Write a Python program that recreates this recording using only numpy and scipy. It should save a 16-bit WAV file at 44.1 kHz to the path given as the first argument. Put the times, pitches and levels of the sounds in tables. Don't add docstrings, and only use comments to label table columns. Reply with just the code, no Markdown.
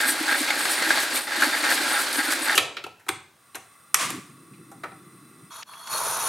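import sys
import numpy as np
from scipy import signal
from scipy.fft import rfft, irfft, next_fast_len
from scipy.io import wavfile
from scipy.ndimage import map_coordinates

SR = 44100
rng = np.random.default_rng(int(sys.argv[2]) if len(sys.argv) > 2 else 0)


def to_wav(s):
    ch = np.atleast_2d(s).T
    pcm = np.round(np.clip(ch, -1, 1) * 32767)
    wavfile.write(sys.argv[1], SR, pcm.astype(np.int16))


N = 276948


def amp(db):
    return 10 ** (np.asarray(db) / 20)


def unit(x):
    return x / np.sqrt(np.mean(x ** 2) + 1e-20)


def along(points, hz):
    f, v = np.transpose(points)
    return np.interp(np.log(hz + 1), np.log(f + 1), v)


def track(rows):
    return np.interp(np.arange(N) / SR, *np.transpose(rows))


def wobble(rate):
    knots = rng.standard_normal(N // 50)
    return map_coordinates(knots, [np.arange(N) * rate / SR], mode="wrap")


def swells(rows, attack_s, release_s):
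    t = np.arange(N) / SR
    power = 0
    for s, length, db in rows:
        rise = np.minimum(t - s, 0) / attack_s
        fall = np.maximum(t - s - length, 0) / release_s
        power = power + (amp(db) * np.exp(rise - fall)) ** 2
    return np.sqrt(power)


def during(start, end):
    t = np.arange(N) / SR
    return np.clip(np.minimum(t - start, end - t) / 0.005 + 2, 0, 1)


def filtered(x, response):
    m = next_fast_len(x.shape[-1] + SR // 2)
    return irfft(rfft(x, m) * response(np.fft.rfftfreq(m, 1 / SR)), m)[..., :x.shape[-1]]


def colour(x, spectrum):
    return filtered(x, lambda hz: amp(along(spectrum, hz)))


def resonate(x, modes):
    def response(f):
        total = 0
        for k, (centre, width, db) in enumerate(modes):
            peak = 1j * f * width / (centre * centre - f * f + 1j * f * width)
            total = total + (-1) ** k * amp(db) * peak
        return total
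    return filtered(x, response)


def ring(x, hz, width_hz):
    turn = np.exp(2j * np.pi * np.cumsum(hz * np.ones(x.shape[-1])) / SR)
    keep = np.exp(-np.pi * width_hz / SR)
    smooth = signal.lfilter([np.sqrt(2 * (1 - keep ** 2))], [1, -keep], x / turn)
    return (smooth * turn).real


def band(x, lo_hz, hi_hz):
    hi_hz = min(hi_hz, SR * 0.45)
    sos = signal.butter(3, [lo_hz, hi_hz], "band", fs=SR, output="sos")
    return signal.sosfilt(sos, x) * np.sqrt(SR / 2 / (hi_hz - lo_hz))


def noise():
    return rng.standard_normal((2, N))


def grains(rate, spread_db, life):
    sizes = (rng.random(N) < rate / SR) * amp(spread_db * np.minimum(rng.exponential(size=N), 4))
    power = signal.lfilter([1], [1, -np.exp(-2 / (life * SR))], sizes ** 2)
    return unit(np.sqrt(power) * noise())


def burst(t60, attack):
    t = np.arange(SR // 2) / SR
    return rng.standard_normal((2, len(t))) * amp(-60 * t / t60) * (1 - np.exp(-t / attack))


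def add(mix, s, sound):
    part = mix[:, max(round(s * SR), 0):][:, :sound.shape[-1]]
    part += sound[..., :part.shape[-1]]


# t/s, level/dB
MILL_LOAD = [(0.0, -31), (0.17, -32), (0.32, -30), (0.57, -30.5), (0.67, -30), (0.76, -30.5), (0.91, -28),
             (1.07, -32), (1.17, -29), (1.245, -38), (1.43, -27.5), (1.52, -31), (1.71, -28), (1.9, -29),
             (2.08, -31), (2.33, -31), (2.41, -32), (2.54, -30)]
# start t/s, length/s, level/dB, fragment pitch f/Hz
CRUNCHES = [(0.005, 0.1, -24, 1660), (0.286, 0.06, -24, 1530), (0.491, 0.031, -26, 2100),
            (0.672, 0.035, -27, 1560), (0.781, 0.059, -26, 2030), (0.914, 0.015, -23.5, 1660),
            (0.976, 0.024, -26, 1640), (1.281, 0.11, -29.5, 1900), (1.424, 0.03, -21.5, 1620),
            (1.534, 0.02, -24, 1870), (1.653, 0.06, -24, 1640), (1.924, 0.083, -25, 1660),
            (2.189, 0.014, -23.5, 1650), (2.25, 0.085, -29.5, 1590), (2.466, 0.081, -23.5, 1770)]
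# t/s, level/dB, f/Hz
BEAN_CRACKS = [(0.0034, -9, 1780), (0.2797, -13, 1620), (0.3221, -14, 1600), (0.5042, -8, 2170),
               (0.6538, -5, 1600), (0.823, -10, 2120), (0.9047, -3, 1640), (0.9114, -9, 1580),
               (0.9741, -10, 1640), (0.9804, -9, 1590), (1.0325, -9, 1630), (1.4214, -11, 1620),
               (1.4266, -6, 1640), (1.4424, -9, 1610), (1.5433, -12, 1910), (1.6381, -10, 1540),
               (1.69, -9, 1590), (1.8047, -13, 1550), (2.1569, -13, 1640), (2.1903, -11, 1620),
               (2.324, -9, 1450)]
# f/Hz, level/dB
GRIT_COLOUR = [(40, -77), (80, -26), (180, -24.5), (350, -6.5), (440, -10.5), (570, -4.5), (1000, -6),
               (2300, -4), (3000, -8.5), (4300, -5), (5800, -14), (9500, -14), (13000, -43), (15500, -35)]
# f/Hz, width/Hz, level/dB
HOUSING_MODES = [(814.5, 20, -7.5), (860, 45, -10.5), (1334, 33, -6.5), (1445, 32, -5.5), (1619, 43, 0),
                 (1825, 34, -5.5), (2070, 190, -10), (3615, 67, -13), (4340, 77, -14.5), (4690, 39, -12.5)]
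# t/s, level/dB
CUP_KNOCKS = [(0.0, -31), (0.085, -31), (0.115, -31), (0.205, -25), (0.27, -32.5), (0.405, -27),
              (0.465, -37), (0.57, -27), (0.81, -25), (0.885, -30), (0.97, -31), (1.125, -30), (1.375, -25),
              (1.42, -27.5), (1.465, -33), (1.55, -33), (1.625, -35), (1.68, -33), (1.805, -28.5),
              (1.86, -30), (2.005, -33), (2.18, -28), (2.28, -31), (2.415, -37), (2.48, -34.5)]
# f/Hz, width/Hz, level/dB
CUP_MODES = [(258.5, 27.6, -2), (314.2, 19, 3), (403, 11, -15)]
# start t/s, length/s, level/dB
BEAN_SLIPS = [(0.01, 0.0069, -33), (0.08, 0.044, -33), (0.36, 0.073, -41), (0.58, 0.03, -39.5),
              (0.7, 0.037, -33), (0.85, 0.082, -38.5), (1.0, 0.039, -34.5), (1.15, 0.025, -32.5),
              (1.41, 0.059, -37.5), (1.7, 0.049, -31), (1.97, 0.07, -37), (2.13, 0.025, -34.5),
              (2.31, 0.024, -31)]
# f/Hz, level/dB
SLIDE_COLOUR = [(500, -47.5), (4000, -0.5), (6500, -5.5), (8000, 0.5), (9000, -3.5), (11200, -1),
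                (13000, -5.5), (15500, -17.5)]
# start t/s, length/s, level/dB
SHAFT_RUBS = [(0.06, 0.062, -32), (0.29, 0.12, -40.5), (0.595, 0.19, -39), (0.9, 0.13, -41.5),
              (1.155, 0.017, -29.5), (1.4, 0.1, -43), (1.6, 0.15, -40.5), (1.89, 0.13, -36.5),
              (2.13, 0.18, -38.5), (2.43, 0.03, -37)]
# f/Hz, width/Hz, level/dB
SHAFT_MODES = [(8075, 60, -7), (9503, 38, 0), (13212, 28, -6)]
MILL_STOP_S, CHIRP_WIDTH_HZ = 2.551, 150
CRUNCH_DB, CRUNCH_GROWS = -1.5, 1.4
TRICKLE_DB = -10
CUP_TREMOR_DB = -44


def mill():
    t = np.arange(N) / SR
    load_db = track(MILL_LOAD)
    usual_db = load_db.mean()
    extra_db = load_db - usual_db

    steady = amp(usual_db + CRUNCH_DB + CRUNCH_GROWS * extra_db + 0.5 * wobble(35.2))
    bites = swells([row[:3] for row in CRUNCHES], attack_s=0.0072, release_s=0.023)
    crunch = np.hypot(steady, bites)
    crunch_hz = track([(s + length / 2, hz) for s, length, _, hz in CRUNCHES])
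    grit = amp(load_db + 2.1) * unit(colour(grains(rate=1100, spread_db=1.5, life=0.0082), GRIT_COLOUR))
    shaking = grains(rate=440, spread_db=2.5, life=0.00063)
    housing = amp(-0.5) * crunch * unit(resonate(shaking, HOUSING_MODES))
    chirp_hz = crunch_hz * 2 ** (0.17 * wobble(30))
    chips = grains(rate=290, spread_db=0.0, life=0.003)
    fragments = amp(-4.5) * crunch * unit(ring(chips, chirp_hz, CHIRP_WIDTH_HZ))

    cracks = np.zeros((2, N))
    for s, db, hz in BEAN_CRACKS:
        snap = burst(t60=0.031, attack=0.0001)
        crack = ring(snap, hz, width_hz=100) + amp(10) * colour(snap, GRIT_COLOUR)
        add(cracks, s, amp(db - 9.5) * crack)

    blows = np.zeros((2, N))
    for s, db in CUP_KNOCKS:
        add(blows, s, amp(db + 29.5) * burst(t60=0.036, attack=0.00039))
    tremor = unit(resonate(grains(rate=260, spread_db=0.8, life=0.0015), CUP_MODES))
    cup = resonate(blows, CUP_MODES) + amp(CUP_TREMOR_DB + extra_db) * tremor
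    body_colour = [(40, -39.0), (170, -1), (240, 1), (5000, -1.5), (12000, -6.5)]
    body = colour(cup + housing + fragments + cracks, body_colour)

    slide = np.hypot(amp(load_db + TRICKLE_DB), swells(BEAN_SLIPS, attack_s=0.0059, release_s=0.017))
    beans = amp(4.5) * slide * unit(colour(grains(rate=6700, spread_db=5.0, life=0.00091), SLIDE_COLOUR))

    singing = np.zeros(N)
    for hz, width, db in SHAFT_MODES:
        note_hz = hz + 1.4 * width * wobble(250)
        singing += amp(db) * np.sin(2 * np.pi * np.cumsum(note_hz) / SR)
    rubbing = amp(0.5 + 2.85 * wobble(40.56)) * swells(SHAFT_RUBS, attack_s=0.017, release_s=0.047)
    middle_only = [[1], [0]]
    squeak = rubbing * (unit(singing) * middle_only + unit(resonate(noise(), SHAFT_MODES)))
    return (grit + body + beans + squeak) * (t < MILL_STOP_S)


# f/Hz, level/dB
AIR_COLOUR = [(18, -96), (30, -59.5), (69, -9), (130, -2), (591, -10), (830, -8.5), (921, -13), (996, -4),
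              (1140, -22), (1640, -8), (2020, -18), (2240, -13.5), (15500, -22)]


def quiet_air():
    return amp(-61.0 + 0.43 * wobble(4.09)) * unit(colour(noise(), AIR_COLOUR))


# t/s, level/dB, thud level/dB, snap level/dB, ring level/dB, clack f/Hz, decay/s
STOVE_CLICKS = [(2.551, -22, 3.5, 2, -3.5, 2880, 0.25), (2.577, -2.5, -14.5, -4.5, -15, 2450, 0.043),
                (2.767, -22.5, -6, -22, -12, 2560, 0.08), (2.839, -26.5, 0.5, -7, -9, 2640, 0.04),
                (2.864, -30.5, -7.5, -12, -3, 744, 0.049), (2.866, -42, -7, -12, 5.5, 2590, 0.027),
                (2.995, -49, -14, -6, -12, 1486, 0.17), (3.064, -57, 21.5, 5, -24, 1970, 0.17),
                (3.084, -19.5, -5.5, -5, -17.5, 2140, 0.033), (3.089, -3, -10.5, -21, -22, 2060, 0.012),
                (3.0888, -16, -29, -25, 0.5, 8550, 0.024), (3.546, -28, 1, -8, -24, 2320, 0.055),
                (3.553, -25, -3.5, 0.5, -8.5, 1450, 0.051), (3.943, -3, -21, 4.5, -11, 1950, 0.025),
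                (4.103, -22, -4.5, 4, -17.5, 2440, 0.03), (4.534, -53, -15, -20, -2, 2350, 0.14),
                (4.7148, -41.5, 0.5, -2, -3, 797, 0.092), (4.835, -22, -5.5, -34, -3.5, 1235, 0.078),
                (4.917, -47.5, 11, -18, -13, 1390, 0.048)]
# f/Hz, width/Hz, level/dB
CASE_MODES = [(339, 55, -10), (404, 60, -11), (769, 12, -3.5), (1345, 60, -7), (1850, 300, -20.5),
              (2440, 90, -17.5), (2660, 60, -35), (3970, 99, -18.5)]
CLACK_Q = 23


def clicks():
    out, blows = np.zeros((2, N)), np.zeros((2, N))
    for s, db, thud_db, snap_db, ring_db, hz, decay in STOVE_CLICKS:
        clack = band(burst(t60=1.34 * decay, attack=0.00095), hz / 2.34, hz * 1.625)
        note = amp(ring_db + 7.0) * ring(burst(t60=decay, attack=0.00084), hz, hz / CLACK_Q)
        snap = amp(snap_db + 1.5) * band(burst(t60=0.79 * decay, attack=0.0007), lo_hz=5550, hi_hz=12400)
        thud = band(burst(t60=2.35 * decay, attack=0.0077), lo_hz=282, hi_hz=940)
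        boom = amp(-17.5) * band(burst(t60=0.38, attack=0.0049), lo_hz=88, hi_hz=165)
        low = amp(thud_db - 5.5) * (thud + boom)
        add(out, s, amp(db - 6) * (clack + note + snap + low))
        add(blows, s, amp(db + thud_db) * burst(t60=0.041, attack=0.0008))
    return out + amp(23) * resonate(blows, CASE_MODES)


# f/Hz, t60/s
ROOM_DECAY = [(120, 0.44), (400, 0.4), (1500, 0.44), (4000, 0.42), (8000, 0.41), (14000, 0.12)]


def garage(x):
    hz, t, z = signal.stft(rng.standard_normal((2, SR)), SR, nperseg=256)
    fade = amp(-60 * t / along(ROOM_DECAY, hz)[:, None])
    tail = signal.istft(z * fade, SR, nperseg=256)[1]
    late = np.pad(x[0], (SR // 200, 0))[None]
    return signal.fftconvolve(late, tail / np.linalg.norm(tail[0]), axes=1)[:, :N]


# t/s, level/dB
GAS_JET = [(3.3, -72), (3.47, -62.5), (3.75, -59.5), (4.1, -58.5), (4.39, -60), (5.51, -58.5)]
# f/Hz, level/dB
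JET_COLOUR = [(400, -38), (700, -13), (900, -40), (1150, -0.5), (1700, -26), (2300, -15), (3000, -33),
              (7000, -41), (8200, -5.5), (9500, -7.5), (11500, -15), (14500, -15.5), (15500, -18.5)]
# f/Hz, width/Hz, level/dB
TUBE_MODES = [(1117, 38, 2), (1217, 71, -2.5), (1377, 47, -2.5), (2010, 96, -7), (2632, 24, -6),
              (3520, 54, -12.5), (4025, 30, -9), (5000, 90, -15.5), (5850, 49, -14.5), (6760, 40, -15),
              (8640, 85, -3), (8600, 130, -14.5), (10000, 29, -9.5)]
# f/Hz, level/dB
WHOOSH_COLOUR = [(180, -38), (300, -46), (431, -15.5), (720, -9.5), (821, -16), (1160, 4), (1300, -8),
                 (2140, -4.5), (2320, -7), (4720, -13.5), (8990, -12), (15500, -31)]
# start t/s, length/s, level/dB
FLAME_PUFFS = [(4.06, 0.076, -41), (4.172, 0.018, -37)]
# f/Hz, level/dB
FLAME_COLOUR = [(29, -68), (50, -45), (71, -25.5), (134, 3), (231, -2), (332, 2.5), (430, -12), (513, -19),
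                (600, -46), (780, -51), (1320, -120)]
FLARE_S, FLARE_DB, FLARE_RISE_S, FLARE_T60_S = 4.02, -23, 0.066, 0.5
FLAME_ON_S, FLAME_DB, FLAME_SINKS_DB_PER_S = 4.0, -50.5, 1.5
BURNER_OFF_S = 5.5


def burner():
    t = np.arange(N) / SR
    hiss = amp(-0.5) * unit(colour(noise(), JET_COLOUR)) + amp(3.0) * unit(resonate(noise(), TUBE_MODES))
    jet = during(GAS_JET[0][0], BURNER_OFF_S) * amp(track(GAS_JET)) * hiss

    build_up = np.clip(1 + (t - FLARE_S) / FLARE_RISE_S, 0, 1)
    burn_off = amp(FLARE_DB - 60 * np.maximum(t - FLARE_S, 0) / FLARE_T60_S)
    flare = build_up * burn_off * unit(colour(noise(), WHOOSH_COLOUR))

    sinking = amp(FLAME_DB - FLAME_SINKS_DB_PER_S * (t - FLAME_ON_S))
    settled = during(FLAME_ON_S, BURNER_OFF_S) * sinking
    burning = np.hypot(settled, swells(FLAME_PUFFS, attack_s=0.048, release_s=0.01))
    flutter = amp(1.6 * wobble(36))
    flame = burning * flutter * unit(colour(noise(), FLAME_COLOUR))
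    return jet + flare + flame


# t/s, flow level/dB
COFFEE_FLOW = [(5.513, -46), (5.56, -40.5), (5.68, -45.5), (5.86, -43), (5.93, -29), (6.05, -29),
               (6.2, -29.5), (6.28, -27)]
# start t/s, length/s, level/dB
EARLY_STEAM = [(5.52, 0.11, -43.5)]
# f/Hz, level/dB
CHAMBER_COLOUR = [(40, -74), (120, -6.5), (190, -12), (310, -12), (380, -14), (460, -8), (550, -29),
                  (650, 3), (750, -16), (890, 5.5), (1090, 8.5), (1450, 4), (1750, -5), (2600, -16),
                  (3500, -30.5)]
# f/Hz, width/Hz, level/dB
SPOUT_MODES = [(2490, 370, -10), (3790, 150, -5), (5700, 400, -7.5), (6190, 60, 2), (6800, 114, -1)]
# f/Hz, width/Hz, level/dB at full flow, growth in dB per dB of flow
SPOUT_NOTES = [(4340, 35, -39.5, 0.7), (3350, 45, -44, 0.3)]
# start t/s, length/s, level/dB
NOTE_FLARES = [(5.93, 0.05, -32)]
# f/Hz, level/dB
FOAM_COLOUR = [(200, -39), (2000, -19.5), (4000, -11), (7000, -11.5), (8000, -14.5), (9000, -3.5),
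               (9800, 3), (10400, -5.5), (11000, 2), (11800, -11), (13300, -5), (14000, -21.5),
               (15500, -25)]
# t/s, level/dB, f/Hz
BUBBLE_SPITS = [(5.624, -25, 2500), (5.629, -17, 3940), (5.735, -32.5, 2600), (5.872, -26, 5550),
                (5.926, -29, 11600), (5.969, -39, 11000), (5.980, -41, 9750)]
FULL_FLOW_DB = -28.5
STEAM_DB, STEAM_GROWS = -30, 1.44
FOAM_DB, FOAM_GROWS = -25.5, 1.27
GLUG_DB, GLUG_GROWS = -38, 2.6
GURGLE_HZ, GURGLE_SAG_HZ_PER_S = 1190, 460
DIP_S, DIP_LENGTH_S, DIP_DB = 5.639, 0.013, -35


def pot():
    t, start = np.arange(N) / SR, COFFEE_FLOW[0][0]
    flow_db = track(COFFEE_FLOW)
    rush, surge_db = amp(flow_db), flow_db - FULL_FLOW_DB

    chamber_grains = grains(rate=3000, spread_db=3, life=0.0049)
    chamber = amp(2) * rush * unit(colour(chamber_grains, CHAMBER_COLOUR))
    sagging_hz = GURGLE_HZ - GURGLE_SAG_HZ_PER_S * np.maximum(t - start, 0)
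    bubbling_hz = sagging_hz * 2 ** (0.09 * wobble(40))
    bubbles = grains(rate=1500, spread_db=0.5, life=0.0055)
    gurgle = amp(-3.0) * rush * unit(ring(bubbles, bubbling_hz, width_hz=140))
    low_bubbles = band(grains(rate=260, spread_db=3.0, life=0.0072), lo_hz=405, hi_hz=666)
    glug = amp(GLUG_DB + GLUG_GROWS * surge_db) * unit(low_bubbles)

    early = swells(EARLY_STEAM, attack_s=0.01, release_s=0.034)
    steam = np.hypot(amp(STEAM_DB + STEAM_GROWS * surge_db), early)
    spout = amp(1.5 * wobble(60)) * steam * unit(resonate(noise(), SPOUT_MODES))
    whistle = np.zeros((2, N))
    for hz, width, db, grows in SPOUT_NOTES:
        whistle += amp(db + grows * surge_db) * ring(noise(), hz, width)
    upper_hz, upper_width = SPOUT_NOTES[0][:2]
    sing_out = swells(NOTE_FLARES, attack_s=0.031, release_s=0.022)
    whistle += sing_out * ring(noise(), upper_hz, upper_width)

    foam = colour(grains(rate=1300, spread_db=1.0, life=0.003), FOAM_COLOUR)
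    fizz = amp(FOAM_DB + FOAM_GROWS * surge_db) * unit(foam)
    spits = np.zeros((2, N))
    for s, db, hz in BUBBLE_SPITS:
        pop = band(burst(t60=0.047, attack=0.00045), hz / 3.4, hz * 1.38)
        add(spits, s, amp(db) * pop / np.abs(pop).max())

    flowing = (chamber + gurgle + glug + spout + whistle + fizz) * during(start, N / SR) * amp(-5)
    dip_db = DIP_DB * swells([(DIP_S, DIP_LENGTH_S, 0)], attack_s=0.0066, release_s=0.014)
    return (flowing + spits) * amp(dip_db)


# f/Hz, likeness (1 = identical)
LEFT_RIGHT_LIKENESS = [(100, 1), (300, 0.99), (1000, .92), (2500, 0.79), (8000, 0.98), (13000, 0.8)]


def stereo(pair):
    def shares(hz):
        turn = np.arccos(np.clip(along(LEFT_RIGHT_LIKENESS, hz), 0, 1)) / 2
        return np.array([np.cos(turn), np.sin(turn)])
    mid, side = filtered(pair, shares)
    return np.array([mid + side, mid - side])


def scene():
    stove = clicks()
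    echo = amp(-9.5) * garage(stove)
    return stereo(mill() + quiet_air() + stove + echo + burner() + pot())


TOP_HZ = 15900


def record(dry):
    thin = colour(dry, [(25, -12.0), (55, -12.5), (85, -0.5)])
    return filtered(np.clip(thin, -1, 1), lambda hz: hz < TOP_HZ)


dry = scene()
out = record(dry)
to_wav(out)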